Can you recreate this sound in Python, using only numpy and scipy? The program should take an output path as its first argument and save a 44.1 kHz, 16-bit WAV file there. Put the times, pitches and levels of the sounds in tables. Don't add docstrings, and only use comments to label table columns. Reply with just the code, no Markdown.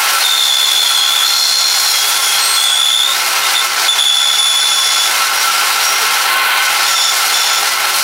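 import sys
import numpy as np
from scipy import signal
from scipy.fft import rfft, irfft, next_fast_len
from scipy.io import wavfile
from scipy.ndimage import uniform_filter1d, minimum_filter1d, map_coordinates

SR = 44100
rng = np.random.default_rng(int(sys.argv[2]) if len(sys.argv) > 2 else 0)


def wrap_up_sound(samples):
    columns = np.atleast_2d(samples).T
    tamed = np.clip(columns, -1, 1)
    steps = np.round(tamed * 32767).astype(np.int16)
    wavfile.write(sys.argv[1], SR, steps)


N = 354123
TIME = np.arange(N) / SR

# t/s, growl of board and frame/dB, rasp of teeth/dB, hiss of sawdust/dB
FEED_LEVELS = [(.1, -14, -20.5, -21.5), (.55, -17, -17, -23.5), (1.2, -14, -18, -21),
               (1.4, -19.5, -17, -27.5), (1.85, -15, -17.5, -22), (2.2, -17.5, -18.5, -23),
               (2.55, -15, -17, -21.5), (3.1, -18.5, -23, -27), (3.5, -16, -21.5, -26.5),
               (3.72, -20, -24, -30), (3.82, -15.5, -20, -26.5), (4.85, -16.5, -19.5, -26.5),
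               (5.28, -16.5, -22.5, -27), (5.5, -16, -22, -26), (6.55, -13.5, -20.5, -24.5),
               (7.1, -15.5, -19.5, -25.5), (7.85, -17, -25, -27.5), (8.0, -18, -20, -22.5)]
# f/Hz, level/dB
WOOD_COLOUR = [(150, -33.5), (300, -23), (420, -16.5), (610, -14), (800, -1), (1150, -5.5), (1400, -0.5),
               (1850, -4.5), (2500, -2.5), (3500, -6), (6000, -9.5), (7700, -13.5), (10500, -13.5),
               (15600, -20)]
# f/Hz, width/Hz, level/dB
STEEL_MODES = [(782, 25, 2), (840, 40, 2), (1077, 22, 7), (1336, 32, 14), (1378, 26, 8), (1513, 32, 7),
               (2128, 30, 9), (2820, 110, -4), (3150, 30, -1), (3890, 100, -4), (4265, 55, 5),
               (4690, 90, -4), (5075, 25, 0), (5630, 55, 5), (6095, 40, -4), (7060, 50, -7),
               (9140, 130, -10), (14200, 70, -10)]
# t/s, change/dB
TOOTH_BITES = [(.87, 1.5), (3.63, 2), (5.08, 0.5), (5.43, 4.5), (5.87, 4.5), (6.72, -2.5), (7.69, 3.5)]
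# start/s, end/s, level/dB, swell/dB, f/Hz, glide/Hz, extra pitch at the start/Hz,
# raggedness from 0 to 1, level of the shrill third harmonic/dB
WHINE_BOUTS = [(.24, 1.263, -8.5, 0.5, 3445, -0.5, 220, 0.92, -17.5),
               (1.259, 2.566, -20.5, -9, 3425, -60, 30.5, 0.92, -20),
               (1.94, 2.06, -23, -3, 3397, -0.5, 0, 0.68, -20),
               (2.23, 2.392, -20.5, 2, 3370, -1, 0, .85, -20),
               (2.568, 3.03, -7.5, 2.5, 3457, 81.5, -0.5, 0.78, -14),
               (3.03, 3.153, -14, -15, 3600, 220, 0, 1, -17),
               (3.424, 3.48, -21, 0, 3673, -3, 2.5, 0.85, -18),
               (3.554, 3.615, -10, -5, 3525, 4, 50, 0.82, -12),
               (3.887, 3.943, -3, -13, 3460, 7, 40, 0.43, -14.5),
               (3.988, 4.05, -6.5, -3, 3427, -6, 41, 0.98, -12),
               (4.058, 4.377, -6.5, -8, 3460, 33.5, 2.5, 0.67, -14.5),
               (4.388, 4.54, -5.5, -2, 3442, -22.5, 30, 0.41, -11),
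               (4.548, 5.08, -12, -6.5, 3455, -19, -1, .48, -11),
               (6.856, 6.903, -22, -2, 3520, -6, 49.5, .9, -20),
               (6.944, 7.11, -14, 4, 3486, -1, 40.5, 0.84, -18),
               (7.334, 7.619, -19.5, -9, 3488, 1, 28.5, 0.88, -17)]
# t/s, drop in tooth rate/Hz
SLOWDOWNS = [(1.02, 14.3), (1.98, 32), (2.32, 17)]
# start/s, end/s, multiple of the tooth rate, level/dB, swell/dB
SONG_BOUTS = [(0.14, 0.3, 3, -24.5, 12), (0.35, 1.13, 3, -22, 5), (1.24, 1.99, 3, -15.5, -0.5),
              (2.33, 2.63, 3, -20, 3), (1.28, 2.03, 4, -29, -4), (5.35, 5.5, 4, -26, 0),
              (5.83, 6.07, 4, -23, -2), (0.96, 0.99, 6, -23, 0), (1.15, 1.5, 6, -39, 0),
              (2.41, 2.79, 6, -22.5, -2), (0.58, 1.48, 9, -33, 3), (1.73, 2.6, 9, -35, -1)]
# multiple of the tooth rate, level/dB
SONG_OVERTONES = [(3, 1.5), (4, -24), (5, -18), (7, -18), (9, -20)]
# start/s, end/s, level/dB, swell/dB
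SCRAPE_BOUTS = [(1.25, 2.04, -22, 5), (2.22, 2.415, -25.5, -10), (4.07, 5.08, -23.5, 4),
                (6.85, 7.113, -21, 8), (7.33, 7.619, -23, -3)]
# f/Hz, width/Hz, level/dB
SCREECH_MODES = [(4250, 110, -6), (4980, 200, -6), (5500, 300, 0), (6300, 220, -9), (6930, 220, -2),
                 (9800, 600, -14)]
# start/s, end/s, level/dB
SIZZLE_BOUTS = [(.2, .28, -25), (.88, 1.003, -21), (1.7, 2.12, -27), (2.144, 2.417, -25)]
# t/s, level/dB
FRAME_FLARES = [(.17, -17), (2.53, -23.5), (3.38, -24), (3.85, -21), (5.189, -29), (5.5, -13), (6.2, -13),
                (6.92, -13), (7.75, -21)]
# f/Hz, width/Hz, level/dB
EASED_BLADE_MODES = [(1075, 30, -3), (1503, 32, 0), (2080, 90, -10), (2430, 80, -12), (3150, 26, -6)]
# f/Hz of low edge, full from, full to, high edge
RASP_CORNERS = [4230, 5160, 6360, 12000]
# f/Hz, level/dB
GUIDE_TONES = [(1077, -31), (1373, -30), (1502, -31), (2003, -34), (2105, -33), (2557, -37), (2880, -37),
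               (2966, -37), (3149, -35), (3811, -37), (3903, -39), (4274, -35), (4727, -41), (4883, -41),
               (5076, -38), (5636, -36), (6099, -41), (7063, -43)]
# f/Hz, level/dB
MOTOR_TONES = [(140, -65), (177.6, -55), (213, -57), (245, -57), (280, -57), (317, -54.5), (360, -44.5),
               (420, -43), (452, -83), (525, -44), (570, -38.5)]

TOOTH_HZ, LAP_HZ = 1408, 8.7
WOBBLE_HZ, FLUTTER_HZ = 69.3, 179
SLOWDOWN_S = .096
RUB_ATTACK_S, RUB_RELEASE_S = .02, .039
EASE_FROM_S, EASE_TO_S, EASE_FADE_S = 6.27, 6.6, .1


def sawing(wobble):
    hz, db = np.transpose(WOOD_COLOUR)
    chips = tearing(scatter_db=1, pulse=.45, repeat=.52)
    wood = shape(chips, lambda f: undb(slope(f, hz, db)) / (1 + (150 / f) ** 6))
    steel = resonate(tearing(scatter_db=3.5, pulse=.24, repeat=.14), STEEL_MODES)
    cut = unit(wood) + undb(-5.5) * steel
    chatter = undb(.5 * walk(25) + 1.33 * walk(220) + .067 * wobble)

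    def band(gains, level_db, flicker_db):
        part = unit(shape(cut, lambda f: slope(f, [2930, 4570, 6150, 11500], gains)))
        return part * undb(level_db + flicker_db * walk(40))

    growl_db, rasp_db, dust_db = curves(FEED_LEVELS)
    bite_db = bumps(TOOTH_BITES, width_s=.03)
    growl = band([1, 0, 0, 0], growl_db - .3, flicker_db=.4)
    rasp = band([0, 1, 1, 0], rasp_db + bite_db + 2, flicker_db=.6)
    dust = band([0, 0, 0, 1], dust_db + .62 * bite_db + 3, flicker_db=1.1)
    return (growl + rasp + dust) * chatter


def tearing(scatter_db, pulse, repeat):
    fibres = rng.standard_normal(N) * undb(scatter_db * walk(5000))
    uneven_teeth = np.resize(rng.standard_normal(int(SR / LAP_HZ)), N)
    tooth_phase = turn(TOOTH_HZ * (1 + .02 * walk(200)))
    return (unit(fibres) + repeat * uneven_teeth) * (1 + pulse * np.cos(tooth_phase))


def whine(wobble, scatter_hz=66.8):
    gain, hz, ragged, shrill = whine_controls()
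    hz = np.where(gain > 0, hz, np.median(hz[gain > 0]))
    hz -= 3.6 * bumps(SLOWDOWNS, SLOWDOWN_S)
    phase = turn(hz + scatter_hz * ragged * (.4 * wobble + walk(380)))
    grip = 1.2 * wobble + .35 * throb(42.5) + .35 * throb(109) + .7 * walk(330)
    bursts = unit(1 + ragged * np.tanh(grip))
    second = resonate(np.sin(2 * phase + walk(700)), [(6840, 1600, 0)])
    third = resonate(np.sin(3 * phase + .5 * walk(700)), [(10490, 450, 0)])
    squeal = undb(2.5) * np.sin(phase) + undb(-13.5) * second + shrill * third
    low_rumble = undb(-47) * rumble()
    return bursts * gain * (squeal + low_rumble)


def whine_controls(settle_s=.14):
    gain, pitch, raggedness, shrill = np.zeros((4, N))
    for start, end, db, swell_db, hz, glide_hz, sharp_hz, ragged, shrill_db in WHINE_BOUTS:
        envelope = bout(start, end, attack_s=.012, release_s=.03, db=db, swell_db=swell_db)
        gain += envelope
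        on = envelope > 0
        age = np.maximum(TIME[on] - start, 0)
        pitch[on] = hz + glide_hz * (age / (end - start) - .5) + sharp_hz * np.exp(-age / settle_s)
        raggedness[on], shrill[on] = ragged, undb(shrill_db)
    return gain, pitch, raggedness, shrill


def song(wobble):
    third, fourth, sixth, ninth = (song_gain(k) for k in (3, 4, 6, 9))
    phase = turn(TOOTH_HZ - bumps(SLOWDOWNS, SLOWDOWN_S) + 1.8 * walk(150))
    shiver = .42 * throb(FLUTTER_HZ) + .36 * throb(187) + .42 * wobble + .25 * walk(300)
    flutter = 1 + (third / third.max()) ** .34 * shiver
    overtones = sum(undb(db + 2 * walk(20)) * np.sin(k * phase) for k, db in SONG_OVERTONES)
    rough = third * undb(3.5) * overtones
    clear = sixth * unit(np.sin(6 * phase + .25 * walk(400)))
    thin = fourth * unit(np.sin(4 * phase + .5 * walk(400)))
    thin += ninth * unit(np.sin(9 * phase + .7 * walk(400)))
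    thin *= undb(3.3 * walk(7.2))
    return (rough + thin) * flutter + undb(5.5) * clear


def song_gain(multiple):
    return sum(bout(start, end, attack_s=.037, release_s=.072, db=db, swell_db=swell_db)
               for start, end, k, db, swell_db in SONG_BOUTS if k == multiple)


def scrape(wobble):
    gain = sum(bout(start, end, RUB_ATTACK_S, RUB_RELEASE_S, db, swell_db)
               for start, end, db, swell_db in SCRAPE_BOUTS)
    screech = resonate(tearing(scatter_db=4, pulse=.4, repeat=.3), SCREECH_MODES)
    flutter = 1 + .35 * wobble + .14 * np.cos(turn(FLUTTER_HZ))
    return undb(4.5) * gain * screech * flutter


def sizzle(hz=9800, width_hz=1000):
    gain = sum(bout(start, end, RUB_ATTACK_S, RUB_RELEASE_S, db) for start, end, db in SIZZLE_BOUTS)
    fizz = resonate(rng.standard_normal(N), [(hz, width_hz, 0)])
    return gain * fizz * unit(undb(4.3 * walk(200)))


def frame_ring(hz=1343, width_hz=28):
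    gain = bumps([(t, undb(db)) for t, db in FRAME_FLARES], width_s=.029)
    return gain * resonate(rng.standard_normal(N), [(hz, width_hz, 0)])


def ease_off(x, drop_db=-6.5):
    easing = bout(EASE_FROM_S, EASE_TO_S, EASE_FADE_S, EASE_FADE_S)
    rasp = shape(x, lambda f: slope(f, RASP_CORNERS, [0, 1, 1, 0]))
    return x - rasp + rasp * undb(drop_db * easing)


def hand_squeak(start_s=6.0, length_s=.064, from_hz=500, to_hz=385, db=-27):
    slide = np.clip((TIME - start_s) / length_s, 0, 1)
    return undb(db) * np.sin(np.pi * slide) * np.sin(turn(from_hz + (to_hz - from_hz) * slide))


def machine(ring_on_s=.13):
    hum = sum(undb(db) * tone(hz, waver_hz=1.44, flicker_db=3) for hz, db in MOTOR_TONES)
    guides = sum(undb(db) * tone(hz, waver_hz=5.96, flicker_db=4) for hz, db in GUIDE_TONES)
    ring_gain = bout(EASE_FROM_S, EASE_TO_S + ring_on_s, EASE_FADE_S, EASE_FADE_S, db=-16)
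    ring = ring_gain * resonate(rng.standard_normal(N), EASED_BLADE_MODES)
    return hum * undb(-1.53) + guides * undb(-1) + ring + rumble() * undb(-69 + 5 * walk(16))


def tone(hz, waver_hz, flicker_db):
    return unit(np.sin(turn(hz + waver_hz * walk(45))) * undb(flicker_db * walk(22)))


def rumble():
    return unit(shape(rng.standard_normal(N), lambda f: 1 / (1 + (f / 130) ** 2)))


def workshop(x, decay_s=.2, echo_db=-9):
    t = np.arange(SR // 2) / SR
    tail = rng.standard_normal(len(t)) * undb(-60 * t / decay_s) * (t > .004)
    return x + undb(echo_db) * signal.fftconvolve(x, tail / np.linalg.norm(tail))[:N]


def bout(start, end, attack_s, release_s, db=0, swell_db=0):
    edges = np.clip(np.minimum((TIME - start) / attack_s, (end - TIME) / release_s) + .5, 0, 1)
    gains = undb(db + swell_db * np.array([-.5, 0, .5]))
    return edges * np.interp(TIME, [start, (start + end) / 2, end], gains)


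def bumps(table, width_s):
    return sum(height * np.exp(-((TIME - t) / width_s) ** 2) for t, height in table)


def curves(table):
    times, *columns = np.transpose(table)
    return [np.interp(TIME, times, column) for column in columns]


def walk(rate):
    knots = rng.standard_normal(N // 8)[:int(rate * N / SR) + 4]
    return 1.164 * map_coordinates(knots, [TIME * rate], order=2, mode="nearest")


def turn(hz):
    return 2 * np.pi * (np.cumsum(hz * np.ones(N)) / SR + rng.random())


def throb(hz):
    return np.cos(turn(hz + walk(8)))


def resonate(x, modes):
    def power(f):
        return sum(undb(2 * db) / (1 + (1.8 * (f - hz) / width) ** 2) ** 2 for hz, width, db in modes)
    return unit(shape(x, lambda f: np.sqrt(power(f))))


def shape(x, gain):
    size = next_fast_len(N + 8192)
    hz = np.maximum(np.fft.rfftfreq(size, 1 / SR), 1)
    return irfft(rfft(x, size) * gain(hz), size)[:N]


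def slope(f, hz, values):
    return np.interp(np.log(f), np.log(hz), values)


def undb(db):
    return 10 ** (np.asarray(db) / 20)


def unit(x):
    return x / np.sqrt(np.mean(np.abs(x) ** 2))


def scene():
    wobble = np.cos(turn(WOBBLE_HZ + 1.12 * walk(20)))
    cut = workshop(sawing(wobble) + whine(wobble) + scrape(wobble) + sizzle() + frame_ring())
    saw = ease_off(cut + song(wobble) + machine())
    return np.tile(saw + hand_squeak(), (2, 1))


def record(dry, hold_db=-12, ratio=9.6, react_s=.011, ceiling=.78, top_hz=15750):
    memory = np.exp(-1 / (react_s * SR))
    level = np.sqrt(signal.lfilter([1 - memory], [1, -memory], dry[0] ** 2))
    held = dry / np.maximum(1, level / undb(hold_db)) ** (1 - 1 / ratio)
    limiter = np.minimum(1, ceiling / (np.abs(held[0]) + 1e-9))
    limiter = uniform_filter1d(minimum_filter1d(limiter, size=120), size=120)
    lowpass = signal.ellip(10, .05, 50, top_hz, fs=SR, output="sos")
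    return signal.sosfiltfilt(lowpass, held * limiter)


dry = scene()
out = record(dry)
wrap_up_sound(out)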